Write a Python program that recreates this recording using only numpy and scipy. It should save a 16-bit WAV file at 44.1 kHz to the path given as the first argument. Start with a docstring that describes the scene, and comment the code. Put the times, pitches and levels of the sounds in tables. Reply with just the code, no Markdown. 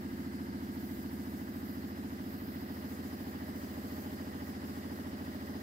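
"""Outdoors on concrete, a belt-driven piston compressor chugs some metres away to the right.
In each turn of its crank, a train of valve blows rings the tank and shakes a rattle out of the casing,
over a low rumble. Close by, the air jet of a spray gun hisses. The microphone shifts to face the
casing, and the rattle pulses more clearly. Sped-up playback makes the chug sound uneven."""
import sys
import numpy as np
from scipy import signal
from scipy.fft import irfft
from scipy.io import wavfile
from scipy.ndimage import uniform_filter1d

SR = 44100
rng = np.random.default_rng(int(sys.argv[2]) if len(sys.argv) > 2 else 0)


def master(y):
    """Save y as 16-bit WAV."""
    cut = np.clip(np.atleast_2d(y).T, -1, 1)
    pcm = np.round(cut * 32767)  # scale
    wavfile.write(sys.argv[1], SR, pcm.astype(np.int16))


N = 247842
TURNS_PER_S = 12.698  # speed of the crank between playback skips
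TIME = np.arange(N) / SR


def gain_of(db):
    """Turns decibels into a factor to multiply by."""
    return 10 ** (np.asarray(db) / 20)


def unit_rms(x):
    """Scales a signal to an average strength (rms) of 1."""
    return x / np.sqrt(np.mean(abs(x) ** 2) + 1e-20)


def at_hz(table, hz):
    """Reads each column of a table at the given frequencies, on a log scale."""
    f, *columns = np.transpose(table)
    return [np.interp(np.log(hz + 1), np.log(f + 1), v)[:, None] for v in columns]


def at_time(table, t):
    """Reads each column of a table at the given times."""
    times, *columns = np.transpose(table)
    return [np.interp(t, times, v) for v in columns]


def grid(size):
    """Frequencies and times for sound cut into short, overlapping slices."""
    return np.fft.rfftfreq(size, 1 / SR), np.arange(N // (size // 4) + 5) * (size // 4) / SR


def stereo_noise(shape_db, hz, alike, lead_ms, side_db, patchy_db):
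    """Noise shaped over frequency and time, with random louder patches; rms 1."""
    a, b, c, d, patches = rng.standard_normal(shape_db.shape[::-1] + (5,)).T
    patches = unit_rms(uniform_filter1d(uniform_filter1d(patches, size=6, axis=0), size=16, axis=1))
    left = a + 1j * b
    lead = np.exp(2j * np.pi * hz[:, None] * lead_ms / 1000)  # the right side hears it first
    right = alike * left * lead + np.sqrt(1 - alike ** 2) * (c + 1j * d)
    slices = np.array([left * gain_of(side_db / 2), right * gain_of(-side_db / 2)])
    slices *= gain_of(shape_db + patchy_db * patches)
    size = 2 * (len(hz) - 1)
    return unit_rms(signal.istft(slices, nperseg=size, noverlap=size - size // 4)[1][:, :N])


# The microphone's move: t/s, share done/0-1
MIC_MOVE = [(0, 0), (.9, 0.0), (1.6, 0.34), (2.4, 0.62), (3.1, 0.9), (3.8, 0.94), (4.6, 0.95), (5.62, 0.92)]
def mic_move(t):
    """How far the microphone has come round to face the casing."""
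    return at_time(MIC_MOVE, t)[0]


# Playback is sped up by cutting out short bits, so the chug sounds uneven: t/s, jump/ms
PLAYBACK_SKIPS = [(0.126, 3.66), (0.154, 9.39), (0.223, 9.39), (0.383, 14.65), (0.502, 3.72),
                  (0.521, 14.47), (0.683, 14.92), (0.821, 14.85), (0.987, 7.3), (1.012, 9.25),
                  (1.172, 14.85), (1.311, 14.74), (1.429, 3.92), (1.497, 3.79), (1.519, 5.01),
                  (1.593, 9.39), (1.683, 15.49), (1.801, 9.23), (1.916, 11.56), (2.032, 19.73),
                  (2.218, 4.07), (2.261, 15.02), (2.427, 3.95), (2.472, 15.42), (2.613, 12.2),
                  (2.733, 4.78), (2.776, 11.47), (2.912, 11.52), (3.028, 19.57), (3.215, 3.88),
                  (3.262, 11.79), (3.379, 9.25), (3.448, 9.3), (3.539, 11.75), (3.657, 4.78), (3.704, 11.5),
                  (3.839, 11.54), (3.957, 19.61), (4.12, 11.81), (4.26, 11.95), (4.376, 9.25),
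                  (4.445, 9.16), (4.562, 11.63), (4.676, 19.64), (4.889, 14.65), (5.027, 9.57),
                  (5.121, 11.77), (5.235, 9.18), (5.309, 4.94), (5.376, 4.76), (5.42, 11.66),
                  (5.538, 19.66)]
def crank(t, start_turns=.0168, blend_s=.012):
    """Turns made without and with the latest playback skip, and a 0-1 blend between the two."""
    skip_s, jump_ms = np.transpose(PLAYBACK_SKIPS)
    passed = np.searchsorted(skip_s, t + blend_s / 2)
    ahead_s = np.cumsum(np.r_[0, 0, jump_ms]) / 1000
    blend = np.clip((t - np.r_[-1, skip_s][passed]) / blend_s + .5, 0, 1)
    return [start_turns + TURNS_PER_S * (t + ahead_s[passed + k]) for k in (0, 1)] + [blend]


def swell(t, once_db, once_at, twice_db, twice_at):
    """Level in dB that rises and falls once and twice in each turn."""
    early, late, blend = crank(t)
    turns = early + blend * (late - early)
    once = once_db * np.cos(2 * np.pi * (turns - once_at))
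    return once + twice_db * np.cos(4 * np.pi * (turns - twice_at))


def every_turn(harmonics, strengths, size=4096):
    """Builds one turn from tones at multiples of the crank speed and plays it over and over."""
    spectrum = np.zeros((2, size // 2 + 1), complex)
    spectrum[:, harmonics] = strengths
    one_turn = irfft(spectrum) * size / 2
    *turns, blend = crank(TIME)
    early, late = [np.array([np.interp(u % 1 * size, np.arange(size), side, period=size)
                             for side in one_turn]) for u in turns]
    return early + blend * (late - early)


# Tone of the rumble: f/Hz, relative level/dB
RUMBLE_TONE = [(20, -45), (45, -19), (65, -10), (100, -8), (170, -8), (274, -3), (450, -16), (580, -51),
               (990, -120)]
def rumble(level_db=-59):
    """Low noise of the running machine, carried through ground and yard."""
    hz, t = grid(size=2048)
    shape_db = at_hz(RUMBLE_TONE, hz)[0] + np.zeros_like(t)
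    return gain_of(level_db) * stereo_noise(shape_db, hz, alike=.9, lead_ms=.11, side_db=-1.3, patchy_db=2)


# Tone of the air jet: f/Hz, relative level/dB
JET_TONE = [(4000, -18), (5800, -6.5), (8000, -6), (9600, -8.5), (12000, -3), (14200, -0.5), (15200, -1),
            (16500, -7)]
# How the jet wavers, in relative levels: t/s, whole hiss/dB, sizzle/dB, lower hiss/dB
JET_LEVELS = [(0.0, -65.5, -8, -4), (0.12, -67, -3, -3.5), (0.51, -70, 1, -1.5), (0.85, -61, -7, -7.5),
              (1.22, -64.5, -3, -4), (1.72, -62, -7, -9), (2.07, -68, 0, -2.5), (2.39, -61, -7, -10),
              (2.74, -62.5, -12, -8.5), (2.97, -63, -2, -3.5), (3.38, -63, -8, -8), (3.57, -64.5, -5, -4),
              (3.99, -61, -4, -6.5), (4.27, -66, 1, -2), (4.49, -61.5, -10, -6.5), (4.55, -69.5, 4, 0.5),
              (4.71, -64.5, -7, -3), (5.18, -66, -7, -3.5), (5.57, -66.5, -1, -3.5), (5.62, -66, -5, -2)]
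def spray_gun(crest_db=2.5, crest_width_hz=900, sizzle_hz=12200, sizzle_width_hz=550, flutter_db=0.94):
    """The air jet makes a fine, fluttering hiss; its brightest band climbs as the microphone moves."""
    hz, t = grid(size=512)
    f = hz[:, None]
    levels = at_time(JET_LEVELS, t)
    hiss_db, sizzle_db, lower_db = [db - db.mean() for db in levels]
    crest_hz = 13300 + 1100 * mic_move(t)
    crest = np.exp(-((f - crest_hz) / crest_width_hz) ** 2)
    sizzle = np.exp(-((f - sizzle_hz) / sizzle_width_hz) ** 2)
    upper = np.clip((f - 9800) / 2200, 0, 1)
    flutter = unit_rms(uniform_filter1d(rng.standard_normal(len(t)), size=12))
    shape_db = at_hz(JET_TONE, hz)[0] + hiss_db + crest * crest_db + sizzle * sizzle_db
    shape_db += (1 - upper) * lower_db + flutter * flutter_db
    side_db = upper * (-3 - .5 * hiss_db)  # louder hiss lies further right
    hiss = stereo_noise(shape_db, hz, alike=.1, lead_ms=.03, side_db=side_db, patchy_db=1.44)
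    return gain_of(levels[0].mean() + 7) * hiss


# Tone of the casing's rattle: f/Hz, relative level/dB
RATTLE_TONE = [(330, -32), (470, -4.5), (700, -6), (1100, -9.5), (1350, -9.5), (1600, -5.5), (2000, -7.5),
               (2250, -15), (3000, -14.5), (3700, -15.5), (4400, -13.5), (5200, -12.5), (5800, -26),
               (8000, -36)]
# What the microphone's move adds to it: f/Hz, level/dB
FACING_BOOST = [(450, -1), (900, 2.5), (1800, 2), (5000, 1.7)]
# How much of it repeats in every turn: f/Hz, share/0-1
RATTLE_REPEATS = [(450, .85), (900, .7), (1600, .4), (2500, .12), (4000, .02)]
# How alike it is left and right: f/Hz, likeness/0-1
RATTLE_ALIKE = [(450, .9), (880, .8), (1280, .68), (1820, .4), (2770, .25), (4430, .1)]
# Which side is louder: f/Hz, left over right/dB
RATTLE_SIDES = [(450, -1.5), (1200, 1.5), (2000, -4), (3300, 0.8), (6000, -1)]
# How strokes shake it: f/Hz, once-a-turn depth, place/turns, twice-a-turn depth, place/turns
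RATTLE_SHAKES = [(546, 6, 0.78, -17, 0.53), (705, 4, 1, 6, 0.22), (860, 4, 1, -4, 0.094),
                 (1220, -1, 0.71, 7, 0.24), (1900, 2, 0.17, 3, 0.22), (2920, 2.5, 0.69, 2.5, 0.39),
                 (4260, 0.5, 0.5, 0, 0.25)]
def casing_noise(level_db=-58):
    """Valve and bearing noise in the sheet metal, shaken by each stroke, more clearly when faced."""
    hz, t = grid(size=512)
    move = mic_move(t)
    shake_db = (0.27 + 0.35 * move) * swell(t, *at_hz(RATTLE_SHAKES, hz))
    shape_db = at_hz(RATTLE_TONE, hz)[0] + shake_db + at_hz(FACING_BOOST, hz)[0] * move
    shape_db += 10 * np.log10(1 - at_hz(RATTLE_REPEATS, hz)[0])  # only the share that never repeats
    alike, side_db = at_hz(RATTLE_ALIKE, hz)[0], at_hz(RATTLE_SIDES, hz)[0]
    return gain_of(level_db) * stereo_noise(shape_db, hz, alike, lead_ms=.4, side_db=side_db, patchy_db=1.5)


def casing_clatter(level_db=-56.5, lead_s=0.00035):
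    """The part of the casing's rattle that comes back alike in every turn."""
    harmonics = np.arange(30, 320)
    hz = harmonics * TURNS_PER_S
    tables = RATTLE_ALIKE, RATTLE_SIDES, RATTLE_TONE, FACING_BOOST, RATTLE_REPEATS
    alike, side_db, tone_db, boost_db, share = [at_hz(table, hz)[0][:, 0] for table in tables]
    left, unrelated = np.exp(2j * np.pi * rng.random((2, len(hz))))
    right = alike * left * np.exp(2j * np.pi * hz * lead_s) + np.sqrt(1 - alike ** 2) * unrelated
    sides = np.array([left * gain_of(side_db / 2), right * gain_of(-side_db / 2)])
    strengths = unit_rms(sides * gain_of(tone_db) * np.sqrt(share))
    before = every_turn(harmonics, strengths)
    after = every_turn(harmonics, strengths * gain_of(boost_db))
    clatter = (before + mic_move(TIME) * (after - before)) / np.sqrt(len(hz) / 2)
    return gain_of(level_db + swell(TIME, 2.73, 0.6, 0.54, 0.36)) * clatter


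# Notes of the sheet metal: f/Hz, width/Hz, level before the move/dB, level after/dB,
# once-a-turn swell/dB, place/turns, twice-a-turn swell/dB, place/turns
PANEL_NOTES = [ (469.8, 186, -67.5, -59.5, 2.5, 1, -3.5, 0.47),
               (573, 5.5, -70, -68.5, -2.5, 0.92, -3, 0.75), (608, 14, -77, -61, 4.5, 0.4, -5, 0.36),
               (724, 14, -68, -66.5, 4, 0.82, 4, 0.35), (817, 25, -75.5, -69, 15, 0.63, 4, 0.36),
               (918, 44, -64.5, -77, 4, 0.37, -2, 0.25), (1045, 74, -74, -64, 2, 0.95, -2, 0.055),
               (1230, 124, -64, -63.5, 1.5, 0.6, 3.5, .03), (1641, 84, -64.5, -73.5, 4.5, 0.39, 2, 0.65),
               (1903, 80, -82, -63, 3, 0.47, -3.5, 0.21), (2035, 55, -68, -83, 4.5, 0.54, -4, 0.11),
               (2969, 65, -82.5, -76, 5.5, 0.64, -1.5, 0.072), (4987, 240, -73.5, -71.5, 2, 0.66, -4, 0.52),
               ]
def panels(lead_s=.00038, steadiness=.7):
    """Noise rings each metal panel around one note, which swells with every stroke."""
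    out, move = np.zeros((2, N)), mic_move(TIME)
    for hz, width_hz, before_db, after_db, *throb in PANEL_NOTES:
        a, b, c, d = signal.lfilter([1], [1, -np.exp(-np.pi * width_hz / SR)], rng.standard_normal((4, N)))
        level_db = swell(TIME, *throb) + before_db + move * (after_db - before_db)
        tone = gain_of(level_db) * np.exp(2j * np.pi * hz * TIME)
        waver = unit_rms(a + 1j * b)
        waver = unit_rms(waver / (abs(waver) + 0.044) ** steadiness)  # even blows keep the ring going
        left, unrelated = waver * tone, unit_rms(c + 1j * d) * tone
        alike = at_hz(RATTLE_ALIKE, np.array([hz]))[0].item()
        right = alike * left * np.exp(2j * np.pi * hz * lead_s) + np.sqrt(1 - alike ** 2) * unrelated
        out += np.sqrt(2) * np.real([left, right])
    return out


# Valve blows in one turn: place/turns, brightness/dB per octave,
# relative level before the move/dB, after/dB, push (1) or pull (-1)
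VALVE_BLOWS = [(0.0535, -2.2, 1.8, -2.8, -1.0), (0.1092, -8.3, -5.3, -3.1, -1.0),
               (0.3278, 6.6, -2.6, -6.5, 1.0), (0.4181, -12.4, -6.9, -6.4, -1.0),
               (0.6596, 4.8, 5.5, 5.7, -1.0), (0.7797, 0.4, 9.8, 9.8, 1.0)]
# Notes of tank and intake: f/Hz, time to fade by 60 dB/s,
# relative level before the move/dB, after/dB, direction of the first swing (1 or -1)
TANK_NOTES = [(81.5, 0.195, -55.4, -56.0, -1.0), (135.0, 0.522, -57.8, -60.4, -1.0),
              (191.2, 0.242, -49.5, -50.7, -1.0), (231.7, 0.24, -54.6, -54.2, 1.0),
              (260.1, 0.033, -37.0, -38.7, 1.0), (260.7, 0.96, -55.5, -56.1, -1.0),
              (306.9, 0.96, -56.8, -55.5, 1.0), (342.7, 0.64, -66.0, -83.9, 1.0),
              (354.8, 0.199, -62.0, -58.8, -1.0), (421.0, 0.215, -31.9, -32.2, 1.0),
              (422.9, 0.201, -32.1, -32.8, -1.0)]
# Where the tank is heard: f/Hz, left over right/dB, right side's head start/ms
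TANK_DIRECTION = [(83, -2.5, 0.099), (146, 1, 0.59), (213, -2.5, 0.25), (255, 0.8, 0.12), (302, -2.5, 0.44),
                  (342, 0, 0.28), (400, 2.5, 0.37)]
def tank_chug(trim_before_db=0.54, trim_after_db=0.35):
    """The same train of valve blows rings tank and intake in every turn, like beats on a drum."""
    harmonics = np.arange(4, 38)
    hz, spin = harmonics * TURNS_PER_S, 2j * np.pi * harmonics[:, None]
    place, tilt_db, *blow_db, push = np.transpose(VALVE_BLOWS)
    note_hz, fade_s, *note_db, direction = np.transpose(TANK_NOTES)
    blows = push * np.exp(-spin * place) * gain_of(tilt_db * np.log2(hz[:, None] / 250))
    swing, decay = 2 * np.pi * note_hz, np.log(1000) / fade_s
    # how strongly each fading note answers each harmonic
    rings = direction * 2 * TURNS_PER_S * swing / ((decay + spin * TURNS_PER_S) ** 2 + swing ** 2)
    side_db, lead_ms = [v[:, 0] for v in at_hz(TANK_DIRECTION, hz)]
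    left = gain_of(side_db / 2) * np.exp(-1j * np.pi * hz * lead_ms / 1000)
    chugs = []
    for trim, blow, note in zip((trim_before_db, trim_after_db), blow_db, note_db):
        strengths = gain_of(trim) * (blows @ gain_of(blow)) * (rings @ gain_of(note))
        chugs.append(every_turn(harmonics, strengths * [left, 1 / left]))
    before, after = chugs
    return before + mic_move(TIME) * (after - before)


def scene():
    """Compressor and spray gun together."""
    return tank_chug() + casing_clatter() + panels() + casing_noise() + rumble() + spray_gun()


def record(dry, cutoff_hz=15780):
    """Cuts away the very highest treble."""
    lowpass = signal.firwin(1023, cutoff_hz, window=("kaiser", 10), fs=SR)
    return signal.oaconvolve(dry, lowpass[None], "same")


dry = scene()
out = record(dry)
master(out)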